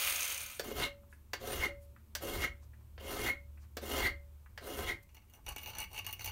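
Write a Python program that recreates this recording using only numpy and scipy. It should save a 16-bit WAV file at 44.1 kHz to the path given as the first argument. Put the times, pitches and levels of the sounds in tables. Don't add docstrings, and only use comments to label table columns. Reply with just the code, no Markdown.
import sys
import numpy as np
from scipy import signal
from scipy.io import wavfile
from scipy.ndimage import uniform_filter1d

SR = 44100
rng = np.random.default_rng(int(sys.argv[2]) if len(sys.argv) > 2 else 0)


def transcribe(signal):
    frames = np.atleast_2d(signal).T
    limited = np.clip(frames, -1, 1)
    pcm = np.round(limited * 32767).astype(np.int16)
    wavfile.write(sys.argv[1], SR, pcm)


def level_to_linear(level):
    exponent = np.asarray(level, float) / 20
    return 10 ** exponent


N = 278271


def evened(x):
    return x / np.sqrt(np.mean(x ** 2) + 1e-20)


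def smooth_twice(x, size, axis=-1):
    return uniform_filter1d(uniform_filter1d(x, size=size, axis=axis), size=size, axis=axis)


def read(points, hz):
    f, value = np.transpose(points)
    return np.interp(np.log(hz + 1), np.log(f + 1), value)


def add(mix, s, sound):
    part = mix[round(s * SR):][:len(sound)]
    part += sound[:len(part)]


def colour(x, spectrum, lo_hz=0, hi_hz=SR):
    hz = np.fft.rfftfreq(4096, 1 / SR)
    edges = 1 / (1 + (lo_hz / (hz + 1)) ** 8) / (1 + (hz / hi_hz) ** 8)
    log_gain = np.log(level_to_linear(read(spectrum, hz)) * edges + 1e-5)
    circle = signal.hilbert(np.r_[log_gain, log_gain[-2:0:-1]])
    impulse = np.fft.ifft(np.exp(np.conj(circle))).real
    return signal.oaconvolve(x, impulse)[:len(x)]


def ring(x, modes):
    out = 0
    for k, (hz, width, db) in enumerate(modes):
        pole = np.exp((2j * hz - width) * np.pi / SR)
        mode = signal.lfilter([1 - abs(pole)], [1, -pole], x).real
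        out = out + (-1) ** k * level_to_linear(db) * 2 * mode
    return out


def glide(x, hz, width):
    turn = np.exp(2j * np.pi * np.cumsum(hz + np.zeros(len(x))) / SR)
    r = np.exp(-np.pi * width / SR)
    return 2 * (turn * signal.lfilter([1 - r], [1, -r], x / turn)).real


def grit(size, per_s, spread_db, clump_db):
    chance, strength, sign, slow = rng.random((size, 4)).T
    hits = (chance < per_s / SR) * level_to_linear(-spread_db * np.log(strength + 0.016)) * (sign - 0.5)
    clumps = evened(smooth_twice(slow - 0.5, 160))
    return evened(hits * level_to_linear(clump_db * clumps))


def burst(t60, rise_s):
    t = np.arange(6000) / SR
    return rng.standard_normal(len(t)) * (1 - np.exp(-t / rise_s)) * level_to_linear(-60 * t / t60)


def mottled(x, patch_db):
    z = signal.stft(x, nperseg=256)[2]
    patches = rng.standard_normal(z.T.shape).T
    patches = uniform_filter1d(patches, size=4, axis=0)
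    patches = evened(uniform_filter1d(patches, size=14, axis=1))
    return signal.istft(z * level_to_linear(patch_db * patches), nperseg=256)[1][:len(x)]


# frequency [Hz], T60 [s].
ROOM_T60 = [(100, 0.19), (500, 0.21), (2000, 0.22), (6000, 0.16), (15000, 0.12)]


def room(x):
    hz, t, z = signal.stft(rng.standard_normal(SR // 2), SR, nperseg=256)
    tail = signal.istft(z * level_to_linear(-60 * t / read(ROOM_T60, hz)[:, None]), SR, nperseg=256)[1]
    tail[:150] = 0
    return signal.oaconvolve(x, tail / np.linalg.norm(tail))[:N]


# frequency [Hz], density [dB per Hz].
AIR_COLOUR = [(59, -22.5), (85, -12), (105, -10), (130, -30), (146, -34), (205, -24.5), (313, -29),
              (567, -29.5), (762, -40.5), (884, -31), (1970, -42), (2190, -38.5), (4800, -44.5),
              (9450, -41), (10500, -44), (12700, -37), (15700, -40.5)]


def room_air():
    air, t = rng.standard_normal(N), np.arange(N) / SR
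    rumble_db = np.interp(t, [0, 0.6, 4.7, 5.3], [-22.0, 6.5, -0.5, 4.5])
    rumble = colour(air, AIR_COLOUR, 0, 460) * level_to_linear(rumble_db)
    return level_to_linear(-68.5) * (rumble + colour(air, AIR_COLOUR, 447)) / np.std(colour(air, AIR_COLOUR))


# time [s], main hum [dB], its overtone [dB], second motor [dB].
HUM_LEVELS = [
    (0, -67, -80, -72),
    (.35, -57.5, -81, -76),
    (1.3, -52.5, -76, -73.5),
    (2.5, -51.5, -61.5, -94),
    (3.6, -51, -68.5, -83),
    (4.6, -53.5, -74.5, -64),
    (5, -62, -86, -87),
    (5.3, -68, -80, -74),
    (5.7, -62, -69, -62.5),
    (6.31, -70, -86, -52),
]
# frequency [Hz], width [Hz], level [dB].
HUM_MODES = [(72.94, 1.18, 3.5), (219.9, 3, -17), (322.5, 6.7, -28.5)]


def fan_hum():
    fan, t = rng.standard_normal(N), np.arange(N) / SR
    s, *levels_db = np.transpose(HUM_LEVELS)
    main, upper, motor = (level_to_linear(np.interp(t, s, db)) for db in levels_db)
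    steady = 0.91 * np.sin(2 * np.pi * HUM_MODES[0][0] * t)
    hum = (0.4 * evened(ring(fan, HUM_MODES)) + steady) * main
    hum = hum + upper * evened(ring(fan, [(109.7, 3, 0)]))
    return hum + motor * evened(ring(fan, [(92.8, 4, 0)]))


# start [s], length [s], level [dB], top end and low rub against it [dB].
DRAGS = [(5.079, 0.052, -64, -11, -22), (5.138, 0.058, -64, 3, 6.5), (5.2, .07, -75, -2, 8),
         (5.27, 0.098, -71, 2, 3), (5.323, 0.056, -64.5, 13, 5.5), (5.35, 0.057, -76, -13, 17),
         (5.458, 0.085, -52, -11, 1), (5.558, 0.11, -51.5, 1, -3), (5.62, 0.12, -44.5, -6, -3),
         (5.74, 0.096, -40, -12, -5), (5.882, 0.15, -47, 0, -3.5), (6.039, 0.081, -46.5, -5, 0.5),
         (6.125, 0.12, -59, -4, -20), (6.181, 0.15, -46.5, -3, -18)]


def drags(t):
    rise_share = 0.58
    out = np.zeros((3, len(t)))
    for s, length_s, db, top_db, rub_db in DRAGS:
        share = np.clip((t - s) / length_s, 0, 1)
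        swell = level_to_linear(db) * np.sin(np.pi * share ** (np.log(0.5) / np.log(rise_share))) ** 1.3
        out = out + swell * level_to_linear(np.array([[rub_db], [0], [top_db]]))
    return out


# teeth bite [s], lift [s], rasp [dB], surge of the last push [dB],
# bracket song [dB].
STROKES = [
    (0.623, 0.842, -48, 15, -34.5),
    (1.389, 1.657, -47, 7, -31.5),
    (2.197, 2.448, -46, 8.5, -29.5),
    (2.99, 3.298, -46, 5, -30),
    (3.804, 4.071, -45, 7, -27),
    (4.6, 4.917, -49, 5.5, -34),
]
# time [s], half width [s], level [dB].
NUDGES = [
    (8, .012, -48),
    (5.5, 0.051, -54),
    (0.087, 0.044, -60),
    (5.875, 0.012, -55),
]


def shaking(t):
    rest_db, small_file_db, shake_db = -67.5, -10, -42.5
    level = level_to_linear(rest_db) + level_to_linear(small_file_db) * uniform_filter1d(drags(t)[1], size=5000)
    for bite_s, lift_s, _, _, song_db in STROKES:
        peak_s = lift_s - 0.057
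        rise_db = 22 * (t - peak_s) / (peak_s - bite_s)
        shape_db = np.minimum(rise_db, -110 * (t - peak_s))
        level = level + level_to_linear(shake_db + 0.46 * (song_db + 31.0) + shape_db)
    for s, width_s, db in NUDGES:
        level = level + level_to_linear(db) * np.exp(-((t - s) / width_s) ** 2)
    return level


# frequency [Hz], density [dB per Hz].
BENCH_COLOUR = [(12, -37), (20, -3.5), (38, -2.5), (59, -1.5), (82, 1.5), (162, -13), (200, -14),
                (260, -52), (440, -120)]
# frequency [Hz], width [Hz], lift [dB].
BENCH_MODE = [(49, 14, 5.5)]


def bench():
    push = rng.standard_normal(N)
    rumble = colour(push + ring(push, BENCH_MODE), BENCH_COLOUR)
    return evened(rumble) * shaking(np.arange(N) / SR)


# start [s], length [s], level [dB], pitch [Hz].
RUSTLES = [
    (1.075, 0.11, -70.5, 9500),
    (1.794, 0.081, -68, 11100),
    (2.607, 0.058, -72, 6000),
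    (3.591, 0.065, -71.5, 5540),
    (3.612, 0.059, -68, 1170),
    (5.024, 0.016, -60, 13000),
]


def rustle(s, length_s, db, hz):
    fibres = grit(round(length_s * SR), 7200, 1.2, 1.4)
    return s, level_to_linear(db) * evened(ring(fibres, [(hz, 0.47 * hz, 0)])) * np.hanning(len(fibres))


# time [s], peak [dB], pitch [Hz].
TICKS = [
    (1.0323, -58, 930),
    (1.126, -47, 1640),
    (1.9616, -51, 1500),
    (2.627, -59, 1040),
    (2.646, -65, 1040),
    (2.733, -54, 1580),
    (2.808, -63, 1120),
    (3.573, -52, 1600),
    (4.459, -50, 1550),
]


def tick(s, db, hz):
    knock = uniform_filter1d(burst(0.05, 0.0012), size=7) * 1.7
    return s, level_to_linear(db) * 1.72 * ring(knock, [(hz, 500, 0), (1.74 * hz, 600, -8), (0.88 * hz, 900, -12)])


# time [s], peak [dB], top end [dB],
# tang ring [dB].
CATCHES = [
    (5.089, -57, -83, -85),
    (5.146, -50, -57, -51),
    (5.167, -48, -68, -70),
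    (5.2193, -60, -78, -82),
    (5.2827, -69, -78, -80),
    (5.298, -59.5, -60, -73),
    (5.3367, -52, -54, -72),
    (5.4448, -67, -85, -85),
           (5.464, -34.5, -45, -60), (5.4813, -35.5, -48, -60), (5.4884, -37.5, -35.5, -58),
         (5.5207, -43, -52, -55), (5.5619, -31.5, -42, -56), (5.5821, -34, -48, -57),
         (5.6326, -42, -54, -46), (5.6593, -36, -53, -46), (5.6736, -38, -46, -46), (5.6904, -48, -52, -49),
         (5.6955, -43, -55, -55), (5.7014, -42, -52, -56), (5.733, -39.5, -61, -57),
         (5.7505, -36.5, -56, -52), (5.7841, -32.5, -34, -52), (5.8024, -38.5, -34.5, -55),
         (5.815, -34, -42, -44), (5.826, -40, -51, -47), (5.8394, -36.5, -52, -51), (5.9308, -47, -49, -61),
         (5.9444, -39, -50, -56), (5.9614, -35.5, -54, -52), (5.978, -32.5, -47, -53),
         (5.9881, -31.5, -49, -49), (6.0452, -38.5, -55, -54), (6.0653, -36, -33.5, -51),
         (6.0876, -39, -50, -54), (6.0924, -54, -51, -53), (6.1089, -49, -45, -54),
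         (6.1268, -36.5, -38.5, -35), (6.194, -38.5, -48, -55), (6.2079, -35.5, -52, -54),
         (6.2174, -39, -48, -49), (6.2439, -32.5, -37, -33), (6.259, -30.5, -36, -51),
         (6.2744, -30.5, -43, -51), (6.284, -39, -46, -47), (6.2934, -41, -56, -58)]
# frequency [Hz], density [dB per Hz].
SCRATCH_COLOUR = [(120, -33), (200, -8.5), (300, -7), (759, -5), (847, -9), (1360, -7), (2730, 0.5),
                  (3930, -8.5), (4550, -11), (5080, -12.5), (5880, -10), (10600, -11.5), (14700, 0),
                  (15900, -31)]
# frequency [Hz], width [Hz], lift [dB].
SMALL_MODES = [(860, 45, 10), (1140, 30, 9), (2232, 60, 7), (2650, 60, 8), (2855, 70, 8.5), (3090, 60, 3),
               (4380, 100, 8), (4650, 70, 9), (5950, 180, 10), (7000, 300, 3), (9500, 400, 5),
               (12700, 300, 1), (14530, 260, 11)]


def small_file():
    t = np.arange(5, N / SR, 1 / SR)
    dust, single_teeth = grit(len(t), 6000, 2.9, 3.2), grit(len(t), 350, 2.2, 1.5)
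    drag = evened(dust + 0.5 * single_teeth)
    resting = level_to_linear(np.array([[-76], [-75.5], [-68.5]])) * np.clip((t - 5.42) / 0.058, 0, 1)
    low, mid, high = drag * (level_to_linear(-8.5) * drags(t) + resting)
    tang = level_to_linear(-9) * high
    for s, db, top_db, tang_db in CATCHES:
        snap, click = burst(0.047, 0.00078), burst(0.007, 0.00005)
        add(low, s - t[0], level_to_linear(db - 13.5) * snap)
        add(mid, s - t[0], level_to_linear(db - 6.5) * (snap + 1.46 * click))
        add(high, s - t[0], level_to_linear(top_db - 1.0) * (0.97 * snap + 3.1 * click))
        add(tang, s - t[0], level_to_linear(tang_db + 1.0) * (snap + 1.1 * click))

    def body(x, *edges):
        return colour(0.6 * x + ring(x, SMALL_MODES[:-1]), SCRATCH_COLOUR, *edges)

    tang_mode = SMALL_MODES[-1:]
    out = body(low, 0, 1630) / np.std(body(drag, 540, 1680))
    out = out + body(mid, 1220, 7350) / np.std(body(drag, 1440, 9000))
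    out = out + level_to_linear(-5.5) * body(high, 6240) / np.std(body(drag, 6100))
    out = out + 0.7 * ring(tang, tang_mode) / np.std(ring(drag, tang_mode))
    return t[0], mottled(out, 2.4)


# time [s], level [dB].
GRIND_LEVELS = [
    (0.0, -38.5),
    (0.09, -39.5),
    (0.422, -49),
    (0.494, -53.5),
    (0.578, -58.5),
    (0.588, -63),
    (0.592, -50),
]
# frequency [Hz], density [dB per Hz].
GRIND_COLOUR = [(88, -103), (150, -73), (217, -21.5), (492, -26), (574, -11), (815, -12.5), (1410, -3),
                (1920, -8), (2420, 2.5), (4980, -8.5), (6170, -7), (7790, -10), (9100, -6.5), (10400, -8),
                (15700, -7.5)]
# frequency [Hz], width [Hz], level [dB].
DISC_MODES = [(2200, 52, 9), (2470, 130, 2), (2600, 55, -15), (3100, 89, -6), (4520, 79, 12), (6640, 90, 1),
              (8970, 110, -7), (11900, 590, 19), (15250, 200, 8)]
# frequency [Hz], level [dB].
GEAR_TONES = [(6708, -58), (13431, -58), (3177, -58), (15655, -64), (560, -63), (2406, -55), (9076, -56),
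              (6390, -60), (2062, -60)]
# time [s], peak [dB], 6 kHz ring against the 9 kHz ring [dB].
BOUNCES = [(0.018, -35, -20), (0.046, -33, -10), (0.0697, -31, -9), (0.097, -25, -18), (0.123, -25.5, -11),
           (0.157, -26.5, -4.5), (0.2054, -32, 0.5), (0.228, -28.5, -4), (0.249, -35, -2),
           (0.2768, -29, -8), (0.301, -36, -1), (0.322, -30, -10), (0.3437, -33, -5), (0.377, -31.5, -6),
           (0.4045, -37.5, -3), (0.4135, -36, -10), (0.432, -35, -13), (0.4603, -39, -4),
           (0.5136, -41, -13), (0.5482, -40, -10), (0.566, -43, -18), (0.576, -46, -13)]


def grinder():
    s, db = np.transpose(GRIND_LEVELS)
    t = np.arange(s[0], s[-1], 1 / SR)
    level_db = np.interp(t, s, db)
    sparks = grit(len(t), 12000, 2.4, 1.8)
    hiss = evened(colour(sparks, GRIND_COLOUR)) + 0.45 * evened(ring(sparks, DISC_MODES))
    out = evened(mottled(hiss, 0.43)) * level_to_linear(level_db + 5.0)
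    for hz, db in GEAR_TONES:
        waver = np.cumsum(rng.standard_normal(len(t))) * 0.077
        out += level_to_linear(db + 11.0 + level_db - level_db[0]) * np.sin(2 * np.pi * hz * t + waver)
    for s, db, mid_db in BOUNCES:
        puff = burst(0.033, 0.001)
        ease_db = -29 * s
        disc = [(9130, 260, 12.6), (6320, 410, 18 + mid_db), (11800, 350, 6.4)]
        rim, clamp = (15200, 380, 8 + ease_db), (2330, 700, 10 + ease_db)
        add(out, s, level_to_linear(db) * (ring(puff, disc + [rim, clamp]) + 0.081 * puff))
    return out


# time [s], level [dB], time until a hand damps it [s].
LIFTS = [
    (.85, -45, 0.32),
    (1.68, -43.5, 0.31),
    (2.47, -58.5, 0.39),
    (3.32, -54.5, 0.4),
    (4.1, -52, 0.35),
    (4.96, -65, 0.16),
]


def lift(s, db, hold_s):
    file_hz, t60 = 566.7, 0.57
    t = np.arange(0, hold_s, 1 / SR)
    tone = np.sin(2 * np.pi * file_hz * t) * signal.windows.tukey(len(t), 0.1)
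    return s, level_to_linear(db - 60 * t / t60) * tone


# time [s], peak [dB], low thud and top end against it [dB].
LANDINGS = [
    (0.595, -35.5, -5.5, 2.5),
    (1.333, -32, -14, -3),
    (2.151, -36, -14.5, 5),
    (2.9784, -49, -7, -39),
    (3.7689, -39.5, -6.5, -1),
    (4.576, -40.5, -16, -8.5),
]
# frequency [Hz], density [dB per Hz].
CLACK_COLOUR = [(120, -30), (200, -6), (300, -6), (495, 3.5), (1320, 0.5), (1660, 4.5), (2390, -4),
                (3160, -3), (3840, -8), (4650, -5), (10200, -16.5), (13100, -12), (15300, -11),
                (16400, -26)]
# frequency [Hz], width [Hz], level [dB].
BRACKET_MODES = [(1925, 40, -7), (2070, 27, 1), (2168, 26, 0.5)]


def landing(s, db, thud_db, top_db):
    crack = burst(0.067, 0.00053) + 1.3 * burst(0.0091, 0.0001)
    unit = np.std(crack) / np.std(colour(crack, CLACK_COLOUR, 740, 7800))
    parts = colour(crack, CLACK_COLOUR, 723, 5700)
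    parts = parts + level_to_linear(top_db + 1.0) * colour(crack, CLACK_COLOUR, 4100)
    parts = parts + level_to_linear(thud_db + 16.0) * colour(crack, CLACK_COLOUR, 0, 795)
    return s, level_to_linear(db) * (unit * parts + 2.0 * ring(crack, BRACKET_MODES))


BRACKET_HZ = 2096


def song(jolts, drive, upper_db):
    locked = ring(jolts, [(BRACKET_HZ, 200, 0)])
    locked = locked / np.sqrt(uniform_filter1d(locked ** 2, size=500) + 1e-12) * drive
    low, middle, (hz, width, db) = BRACKET_MODES
    return 0.45 * locked + level_to_linear(4.0) * ring(locked, [low, middle, (hz, width, db + upper_db)])


# frequency [Hz], density [dB per Hz].
RASP_COLOUR = [(1410, -34), (2400, -14), (2700, -4), (2940, 3.5), (3420, -3), (4160, -6.5), (5140, -8.5),
               (5880, -4), (7860, -13.5), (9130, -5), (12300, -17.5), (13400, -5.5), (15700, -8)]
# frequency [Hz], width [Hz], level [dB].
FILE_MODES = [(2868, 54, 8), (3060, 88, -34.5), (3325, 93, -7), (4100, 68, -15), (4320, 160, -9.5),
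              (5700, 47, -9.5), (7010, 78, -5.5), (9500, 54, 2.5), (11370, 210, 0.5), (12280, 170, 1),
              (13000, 220, 5.5), (15300, 180, -0.5)]


def rasp(teeth, tooth_hz, progress):
    double = glide(teeth, 2 * tooth_hz, 424)
    overtone = evened(ring(double, FILE_MODES) + 0.5 * glide(teeth, 2 * tooth_hz, 500))
    stretched = np.cumsum(1 - 0.039 * (progress - 0.5))
    sinking = np.interp(stretched, np.arange(len(teeth)), ring(teeth, FILE_MODES[7:]))
    modes = evened(ring(teeth, FILE_MODES[:7]) + sinking)
    hiss = evened(colour(teeth, RASP_COLOUR)) + 0.69 * modes + 0.28 * overtone
    return evened(mottled(hiss, 2.8))


# favour of the upper bracket mode [dB], share of the stroke spent biting in,
# load on the vice [dB], lateness of the speed-up [exponent], full speed before the lift [s].
GRIPS = [
    (6, 0.11, 0.5, 4.9, 0.0137),
    (-2.5, 0.35, 0, 2.6, 0.028),
    (1.5, 0.15, 0, 3, 0.0045),
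    (0.5, 0.42, -1, 2.5, 0.0125),
    (-8.5, 0.18, 0, 1.94, 0.0144),
    (-5, 0.25, 0.5, 1.83, 0.0217),
]
# time [s], half width [s], level [dB].
STUMBLES = [
    (0.743, 0.017, -8),
    (2.37, 0.022, -4),
    (4.031, 0.018, -1.5),
]
# frequency [Hz], width [Hz], level [dB].
VICE_MODES = [(235, 15, -1), (275.7, 15.6, -7.5), (336.4, 39, -2), (424, 24.7, -4), (541, 30.5, -1),
              (736, 78, -12.5)]
# frequency [Hz], width [Hz], level [dB].
BUZZ_MODES = [(1055, 45, 8), (1296, 60, -2), (1632, 45, 4), (1145, 2300, -2.5)]


def stroke(bite_s, lift_s, rasp_db, surge_db, song_db, upper_db, bite_share, load_db, late, lead_s):
    t = np.arange(bite_s, lift_s + 12000 / SR, 1 / SR)
    progress = np.minimum((t - bite_s) / (lift_s - lead_s - bite_s), 1)
    speed = progress ** late
    tooth_hz = 605 + (2040 - 605) * speed
    slack = np.maximum(1 - progress / bite_share, 0)
    after_lift_s = np.maximum(t - lift_s, 0)

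    wobble = evened(smooth_twice(rng.standard_normal(SR), 900))[:len(t)]
    touch_db = -600 * after_lift_s - 10 * slack - 1.5 * wobble
    for s, width_s, db in STUMBLES:
        touch_db = touch_db + db * np.exp(-((t - s) / width_s) ** 2)
    touch = level_to_linear(touch_db) * np.minimum((t - bite_s) / 0.015, 1)
    press, surge = touch * level_to_linear(rasp_db), surge_db * speed ** 0.79

    teeth, jolts = grit(len(t), 9000, 2.2, 0.94), grit(len(t), 6000, 3.5, 1.88)
    jolts = jolts + 0.11 * glide(jolts, tooth_hz, 181)
    growl_hz = 540 + (341 - 540) * progress
    jolts = jolts + 0.83 * glide(jolts, growl_hz, 98)

    hiss = rasp(teeth, tooth_hz, progress)
    body = signal.sosfiltfilt(signal.butter(2, 5200, fs=SR, output="sos"), hiss)
    treble_db = 0.32 * surge - 8.5 * slack
    out = press * (body * level_to_linear(surge) + (hiss - body) * level_to_linear(treble_db))

    lock = 1 / (1 + ((tooth_hz - BRACKET_HZ) / 226) ** 2) ** 0.75 + level_to_linear(-42.5)
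    drive = touch * level_to_linear(song_db - 300 * after_lift_s) * lock
    out = out + mottled(song(jolts, drive, upper_db), 0.5)

    vice_db = 4.5 + load_db + 0.5 * slack - 3 * speed
    buzz_db = -2 + 2 * speed + 0.87 * surge
    for modes, db in (VICE_MODES, vice_db), (BUZZ_MODES, buzz_db):
        out = out + ring(jolts * press * level_to_linear(db), modes) / np.std(ring(jolts, modes))
    return bite_s, out


def scene():
    tools, free_file = np.zeros(N), np.zeros(N)
    add(tools, 0, grinder())
    for row, grip in zip(STROKES, GRIPS):
        add(tools, *stroke(*row, *grip))
    for source, table in (landing, LANDINGS), (tick, TICKS), (rustle, RUSTLES):
        for row in table:
            add(tools, *source(*row))
    for row in LIFTS:
        add(free_file, *lift(*row))
    add(tools, *small_file())
    background = room_air() + fan_hum() + bench()
    return (level_to_linear(-1.0) * tools + level_to_linear(-9.0) * room(tools) + free_file + background)[None]


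def roll_off(x):
    return signal.sosfilt(signal.butter(12, 16990, fs=SR, output="sos"), x)


def record(dry):
    def limit(hz):
        taps = signal.firwin(1023, hz, window=("kaiser", 10), fs=SR)
        return signal.oaconvolve(dry, taps[None], "same")

    narrow, wide = limit(15800), limit(16580)
    power = uniform_filter1d(np.diff(dry[0], prepend=0) ** 2, size=256) + 1e-14
    attack = power > 14 * np.roll(power, shift=400)
    open_share = np.minimum(2 * uniform_filter1d(attack * 1.0, size=600), 1)
    return roll_off(narrow + open_share * (wide - narrow))


dry = scene()
out = record(dry)
transcribe(out)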